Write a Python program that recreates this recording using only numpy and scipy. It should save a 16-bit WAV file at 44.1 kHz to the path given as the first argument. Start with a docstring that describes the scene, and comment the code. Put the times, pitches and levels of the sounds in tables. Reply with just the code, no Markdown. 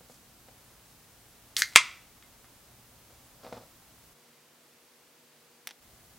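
"""A faint, dull low sound dies away at the very start, on a covered patio.
Fingers rub the lid of a drink can, and small bumps sound from a table top.
The tab cracks the seal, gas spits out, and the lid tears and pops in, overloading the microphone.
Then can and glass shift on a glass-topped table: knocks ring it and dragged bases stick and slip.
Last, the soft rumble, hiss and hum turn thin and humming for a moment.
Near the end of that stretch comes a hard clack with a rattle; then the fuller background is back."""
import sys
import numpy as np
from scipy import signal
from scipy.fft import rfft, irfft
from scipy.io import wavfile
from scipy.ndimage import uniform_filter1d

SR = 44100
rng = np.random.default_rng(int(sys.argv[2]) if len(sys.argv) > 2 else 0)


def bounce(signal):
    """Save signal as a 16-bit WAV file at the path given by the first command-line argument."""
    frames = np.transpose(np.atleast_2d(signal))
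    limited = np.clip(frames, -1, 1)
    pcm = np.round(limited * 32767).astype(np.int16)
    wavfile.write(sys.argv[1], SR, pcm)


N = 272538
T = np.arange(N) / SR  # time in the scene, s
AGE = T[:SR // 2]  # time since the start of one short sound, s

# Steps of the tear, in order seal, rip, last creak, pop:
# [t/s, level/dB, time for the crackle to fade by 60 dB/s, lid ring relative to crackle/dB]
TEAR_STEPS = [(1.5663, -10, 0.014, -16.5), (1.62, -3.5, .010, -16), (1.7547, -16.5, 0.013, -11.5),
              (1.7590, 12, 0.02, -18.5)]
# Ways the lid can ring: [f/Hz, level/dB, time to fade by 60 dB/s]
LID_MODES = [(978, -7, .35), (1050, -6, 0.15), (1231, -2, .1), (1550, -6, 0.07), (1820, -5, 0.092),
             (2010, -8, 0.33), (2110, 3.5, 0.18), (2180, -13, 0.23), (2299.9, -12, 0.25), (2520, -7, .11),
             (2640, -7.5, .12), (2751, -5.5, .1), (3353, -5.5, .08), (3445, -4, .08), (7300, -4, .1)]
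# The lid changes shape as it tears: the seal and the rip have their own colours,
# the last creak and the pop share one: [f/Hz, level/dB]
SEAL_COLOUR = [(200, -23.5), (560, -17), (900, -31), (1500, -9), (2400, -16), (3200, 2.5), (4000, 1),
               (5000, 0.5), (6500, -5), (8000, -9.5), (12000, -13.5), (16000, -27.5)]
RIP_COLOUR = [(100, -48), (550, -25), (830, -37.5), (1100, -18.5), (1450, -2.5), (1750, 2), (2120, -0.5),
              (2500, -10), (3000, -11), (4400, -2.5), (5200, -9.5), (6400, -5), (8000, -20), (12000, -19.5),
              (16000, -36)]
CREAK_AND_POP_COLOUR = [(200, -31.5), (790, -21), (990, -8), (1230, -1.5), (1650, -9), (2120, 0.5),
                        (2700, 0), (3050, -6.5), (3450, -3.5), (3900, -9.5), (6200, -11), (7600, -10.5),
                        (9500, -15.5), (15000, -34.5)]
# Fingers and tab tick on the can: [t/s, level/dB, pitch region, near its upper edge f/Hz]
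TAB_TICKS = [(1.694, -43.5, 5000), (1.7245, -37, 2200), (1.735, -40, 5000), (2.225, -40.5, 2600),
             (2.444, -42, 1500)]


def lid(tick_t60=.014, tick_ring_db=-14):
    """Each step of the tear crackles and rings the lid; the tab ticks as it is worked."""
    out = np.zeros(N)
    modes = ring(LID_MODES)
    colours = (SEAL_COLOUR, RIP_COLOUR, CREAK_AND_POP_COLOUR, CREAK_AND_POP_COLOUR)
    for (start, db, t60, ring_db), shape in zip(TEAR_STEPS, colours):
        # the nearly closed lid is stiff: its lowest modes speak only once it is open
        tearing = unit(colour(crackle(t60), shape))
        ringing = unit(colour(modes, shape))
        add(out, start, undb(db) * (tearing + undb(ring_db) * ringing))
    for start, db, hz in TAB_TICKS:
        tick = crackle(tick_t60) + undb(tick_ring_db) * modes
        tick = edge(edge(tick, hz / 1.5, "high"), hz * 0.98, "low")
        add(out, start, undb(db) * unit(tick))
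    return out


# Colour of the escaping gas: [f/Hz, level/dB]
JET_COLOUR = [(300, -22), (900, -20), (1350, -5), (2000, -2.5), (2800, -5), (3500, -6.5), (4400, 1.5),
              (6000, -2.5), (8000, -0.5), (11000, -4.5), (12200, -2.5), (14000, -11), (16000, -12)]
SPURT_DB, SPURT_HOLD_S, SPURT_T60_S = -31.5, .039, .085
SEEP_DB, SEEP_T60_S, GAS_ATTACK_S = -41, .5, .003


def gas(sputter_db=2, spray_db=2, vent_t60=.09):
    """Pressed gas spits through the wet slit in a spurt, then seeps weakly until the lid pops in."""
    cracked, popped = TEAR_STEPS[0][0], TEAR_STEPS[-1][0]
    spurt = undb(SPURT_DB) * stroke(cracked, SPURT_HOLD_S, GAS_ATTACK_S, SPURT_T60_S)
    seep = undb(SEEP_DB) * stroke(cracked, 0, GAS_ATTACK_S, SEEP_T60_S)
    seep *= stroke(cracked, popped - cracked, GAS_ATTACK_S, vent_t60)  # vented by the pop
    spray = rng.standard_normal(N) * undb(spray_db * walk(2500))
    hiss = level(colour(spray, JET_COLOUR), 0)
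    return hiss * np.hypot(spurt, seep) * undb(sputter_db * walk(400))


# Fingertips rub over the lid: [t at full speed/s, length/s, level/dB]
LID_RUBS = [(.10, .055, -63), (.86, .04, -68)]
RUB_ATTACK_S, RUB_T60_S = .14, .25


def fingers(low_hz=5000, high_hz=8500, grain_db=3):
    """Skin catches and slips on the lid, a grainy noise that swells and dies with each rub."""
    slips = rng.standard_normal(N) * undb(grain_db * walk(200))
    effort = sum(undb(db) * stroke(start, length, RUB_ATTACK_S, RUB_T60_S)
                 for start, length, db in LID_RUBS)
    return level(edge(edge(slips, low_hz, "high"), high_hz, "low"), 0) * effort


# First a faint, dull low sound that dies away at the very start;
# the later rows are bumps on the table: [t/s, level/dB, brightness f/Hz]
DULL_SOUND_AND_BUMPS = [(.008, -36, 250), (.098, -36, 600), (.485, -36, 1200), (3.106, -43.5, 1200),
                        (3.405, -43, 1000), (3.449, -31.5, 2500), (3.4658, -29.5, 1800),
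                        (3.5257, -22.5, 1600), (3.5694, -29, 1200), (3.6114, -40, 1102)]
# Ways the table top can ring: [f/Hz, level/dB, time to fade by 60 dB/s]
TABLE_MODES = [(109.7, -5.5, .3), (183, -9, 0.13), (248.6, -8, 0.129), (385, -8, 0.0566), (552, -0.5, 0.1),
               (633, 0, 0.0372), (754, 5, 0.019), (976, -2.5, 0.017), (1250, 1, 0.016), (4640, -20.5, .06)]
# Colour of the scraping bases: [f/Hz, level/dB]
SCRAPE_COLOUR = [(70, -29), (112, 7), (160, -13), (240, -3), (380, -8), (560, 7), (800, -3), (1300, -5.5),
                 (2400, -21), (5000, -15.5), (10000, -30)]
# Can and glass dragged over the top: [t at full speed/s, length/s, level/dB]
BASE_DRAGS = [(3.438, .07, -51.5), (3.54, .04, -52)]
DRAG_ATTACK_S, DRAG_T60_S = .17, .3
REBOUND_S, REBOUND_DB = 0.00429, -4.5  # a bumped base rocks back and lands once more


def table(contact_db=0, contact_t60=0.019, contact_top_hz=5000, grain_db=4):
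    """Bumps ring the top and rebound, sliding bases stick and slip; the dull first sound is made alike."""
    out = np.zeros(N)
    body = ring(TABLE_MODES)
    for start, db, bright_hz in DULL_SOUND_AND_BUMPS:
        for late_s, landing_db in ((0, db), (REBOUND_S, db + REBOUND_DB)):
            contact = edge(crackle(contact_t60), contact_top_hz, "low")
            # the plate radiates no deep bass
            knock = edge(body + undb(contact_db) * contact, 99.0, "high", order=4)
            knock = edge(knock, bright_hz, "low", order=1)
            add(out, start + late_s, undb(landing_db) * unit(knock))
    slips = colour(rng.standard_normal(N) * undb(grain_db * walk(270)), SCRAPE_COLOUR)
    effort = sum(undb(db) * stroke(start, length, DRAG_ATTACK_S, DRAG_T60_S)
                 for start, length, db in BASE_DRAGS)
    return out + level(slips, 0) * effort


# A hard clack and its two bounces: [t/s, level/dB]
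CLACK_HITS = [(5.6727, -20), (5.6903, -33), (5.7094, -35)]
# Colour of the clack: [f/Hz, level/dB]
CLACK_COLOUR = [(150, -22), (500, -7), (800, 3.5), (1200, 0.5), (2200, 5), (3000, 4), (3900, 4),
                (5000, -2.5), (5800, 6.5), (6800, -5.5), (10000, -2.5), (15500, -1)]
CHATTER_S, CHATTER_LENGTH_S, CHATTER_DB = 5.699, .02, -40
CLACK_TOP_HZ, DULLING_DB_PER_OCTAVE = 13970, 16  # weaker contacts are duller


def clack(body_db=0, body_t60=0.026, tail_db=-8, tail_t60=0.073, scatter_db=1.5, count=4):
    """A dry, hard contact bounces twice and chatters at random as it settles."""
    out = np.zeros(N)
    chatter = []
    for k in range(count):
        start = CHATTER_S + CHATTER_LENGTH_S * (k + rng.random()) / count
        chatter.append((start, CHATTER_DB + scatter_db * rng.standard_normal()))
    for start, db in list(CLACK_HITS) + chatter:
        top_hz = CLACK_TOP_HZ * 2 ** ((db - CLACK_HITS[0][1]) / DULLING_DB_PER_OCTAVE)
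        hit = unit(signal.unit_impulse(len(AGE)))
        hit = hit + undb(body_db) * crackle(body_t60) + undb(tail_db) * burst(tail_t60)
        add(out, start, undb(db) * unit(edge(colour(hit, CLACK_COLOUR), top_hz, "low")))
    return out


# Single reflections, before the overall room level: [delay t/s, level/dB]
SINGLE_ECHOES = [(.0024, -19.5), (.0082, -22), (0.0104, -20.5), (0.0141, -19)]
# Colour of the blurred tail: [f/Hz, level/dB]
PATIO_COLOUR = [(100, -4), (500, -2), (1000, 0), (1600, -3), (2150, 0.5), (2700, -3), (3600, -1.5),
                (4700, 1), (7500, -2.5), (10000, -3.5), (15000, -13.5)]


def patio(x, echoes, early_db=-8, early_t60=.13, late_db=-18, late_t60=.46, build_s=.006):
    """Table and walls throw back any single echoes given, and a short blurred tail."""
    late = edge(burst(late_t60), 5500, "low", order=1)
    tail = undb(early_db) * burst(early_t60) + undb(late_db) * late
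    response = colour(tail * (1 - np.exp(-AGE / build_s)), PATIO_COLOUR) / np.sqrt(SR / 4000)
    for delay, db in echoes:
        response[int(delay * SR)] += undb(db)
    return signal.fftconvolve(x, response)[:N]


# Colours of the full and the thin background: [f/Hz, level/dB]
AIR_COLOUR = [(12, -39), (20, -11.5), (49, -3.5), (107, -3), (210, -6.5), (285, -7.5), (472, -11),
              (590, -10), (976, -12), (2020, -16), (2200, -16), (2460, -16.5), (14700, -19.5), (16000, -19)]
THIN_COLOUR = [(12, -47), (20, -36.5), (116, -16), (150, -12), (198, -14.5), (234, -9.5), (377, -11),
               (434, -12), (472, -9), (642, -12), (1810, -15.5), (2020, -15.5), (4540, -18.5), (16000, -23)]
# Hum tones of each background, before they waver: [f/Hz, level (rms)/dB]
AIR_TONES = [(59, -76.5), (119, -73), (238, -78)]
THIN_TONES = [(149.5, -80), (234, -79.5), (240.5, -79.5), (379.5, -81.5), (479.3, -74.5), (958.5, -82),
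              (4716, -83.5), (5706, -89)]
# Share of the background noise that differs between left and right: [f/Hz, level/dB]
SIDE_SHARE = [(50, -16.5), (200, -12), (700, -9), (2000, -6.5), (5000, -3.5), (14000, -2.5)]
AIR_DB, THIN_DB = -57.97, -61.5
THIN_FROM_S, THIN_TO_S = 4.14, 5.81


def background(spectrum, db, tones, flicker_db=0.25, waver_db=2):
    """Rumble and even hiss under wavering hum tones; the hiss is wide, the bass central."""
    mid = level(colour(rng.standard_normal(N), spectrum), db)
    side = level(colour(rng.standard_normal(N), spectrum), db)
    hum = np.zeros(N)
    for hz, tone_db in tones:
        tone = np.sin(2 * np.pi * hz * T + .5 * walk(3))
        hum += level(tone, tone_db) * undb(waver_db * walk(3.1))
    return stereo(mid * undb(flicker_db * walk(6.6)) + hum, colour(side, SIDE_SHARE))


def undb(db):
    """Turn decibels into a gain."""
    return 10 ** (np.asarray(db) / 20)


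def level(x, db):
    """Set the average (rms) level in dB."""
    return x * undb(db) / np.std(x)


def unit(x):
    """Scale a short sound to the energy of a full-scale pulse of a quarter millisecond."""
    return x * np.sqrt(SR / 4000 / np.sum(x ** 2))


def fade(t60):
    """Die away smoothly, by 60 dB in t60 seconds."""
    return np.exp(-np.log(1000) * AGE / t60)


def burst(t60):
    """Noise that dies away."""
    return unit(rng.standard_normal(len(AGE)) * fade(t60))


def crackle(t60):
    """A dying run of dense tiny fractures, with an even spectrum."""
    even = irfft(np.exp(1j * np.angle(rfft(burst(t60)))), len(AGE))  # keep only the phases
    return unit(even * fade(10 * t60))


def ring(modes):
    """A struck body rings in several fading tones at once."""
    return unit(sum(undb(db) * fade(t60) * np.sin(2 * np.pi * hz * AGE) for hz, db, t60 in modes))


def edge(x, hz, kind, order=2):
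    """Weaken what lies above (low) or below (high) a frequency."""
    sos = signal.butter(order, min(hz, .45 * SR), kind, fs=SR, output="sos")
    return signal.sosfilt(sos, x)


def colour(x, points, size=4096):
    """Shape the spectrum through (f/Hz, level/dB) points, without sound ahead of its cause."""
    hz, db = np.transpose(points)
    grid = np.log(np.arange(size // 2 + 1) * SR / size + 1)
    cepstrum = irfft(np.log(undb(np.interp(grid, np.log(hz), db))))
    # folding the cepstrum forward in time makes the filter minimum-phase
    cepstrum[1:size // 2] *= 2
    cepstrum[size // 2 + 1:] = 0
    return signal.fftconvolve(x, irfft(np.exp(rfft(cepstrum))))[:len(x)]


def walk(rate):
    """Random drift around zero with a spread of 1, drawn anew rate times a second and smoothed."""
    k = int(SR / rate)
    steps = np.repeat(rng.standard_normal(N // k + 1), k)[:N]
    return level(uniform_filter1d(steps, k), 0)


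def stroke(s, hold_s, attack_s, t60):
    """Loudness curve that rises 60 dB in the attack up to time s, holds, then dies away."""
    before = np.maximum(s - T, 0) / attack_s
    after = np.maximum(T - s - hold_s, 0) / t60
    return 1000. ** -(before + after)


def add(out, s, sound):
    """Mix a sound in at time s."""
    i = int(s * SR)
    out[i:i + len(sound)] += sound[:N - i]


def stereo(mid, side):
    """Left and right from the shared part (mid) and the difference (side)."""
    return np.array([mid + side, mid - side])


def scene(room_db=2, width_db=-13, wide_above_hz=2500):
    """The can sits in the middle; only its reflections have a little width, mostly in the treble."""
    near = lid() + gas() + fingers() + table()
    centre = near + undb(room_db) * patio(near, SINGLE_ECHOES) + clack()
    width = undb(width_db) * edge(patio(near, []), wide_above_hz, "high", order=1)
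    # a short crossfade leads into and out of the thin stretch
    thin = uniform_filter1d(1. * ((T > THIN_FROM_S) & (T < THIN_TO_S)), size=1024)
    air = (1 - thin) * background(AIR_COLOUR, AIR_DB, AIR_TONES)
    air += thin * background(THIN_COLOUR, THIN_DB, THIN_TONES)
    return stereo(centre, width) + air


def record(dry):
    """The microphone overloads: peaks are clipped at full scale, then the top above 16 kHz is cut."""
    clipped = np.clip(dry, -1, 1)
    return signal.sosfiltfilt(signal.ellip(10, .05, 60, 16000, fs=SR, output="sos"), clipped)


dry = scene()
out = record(dry)
bounce(out)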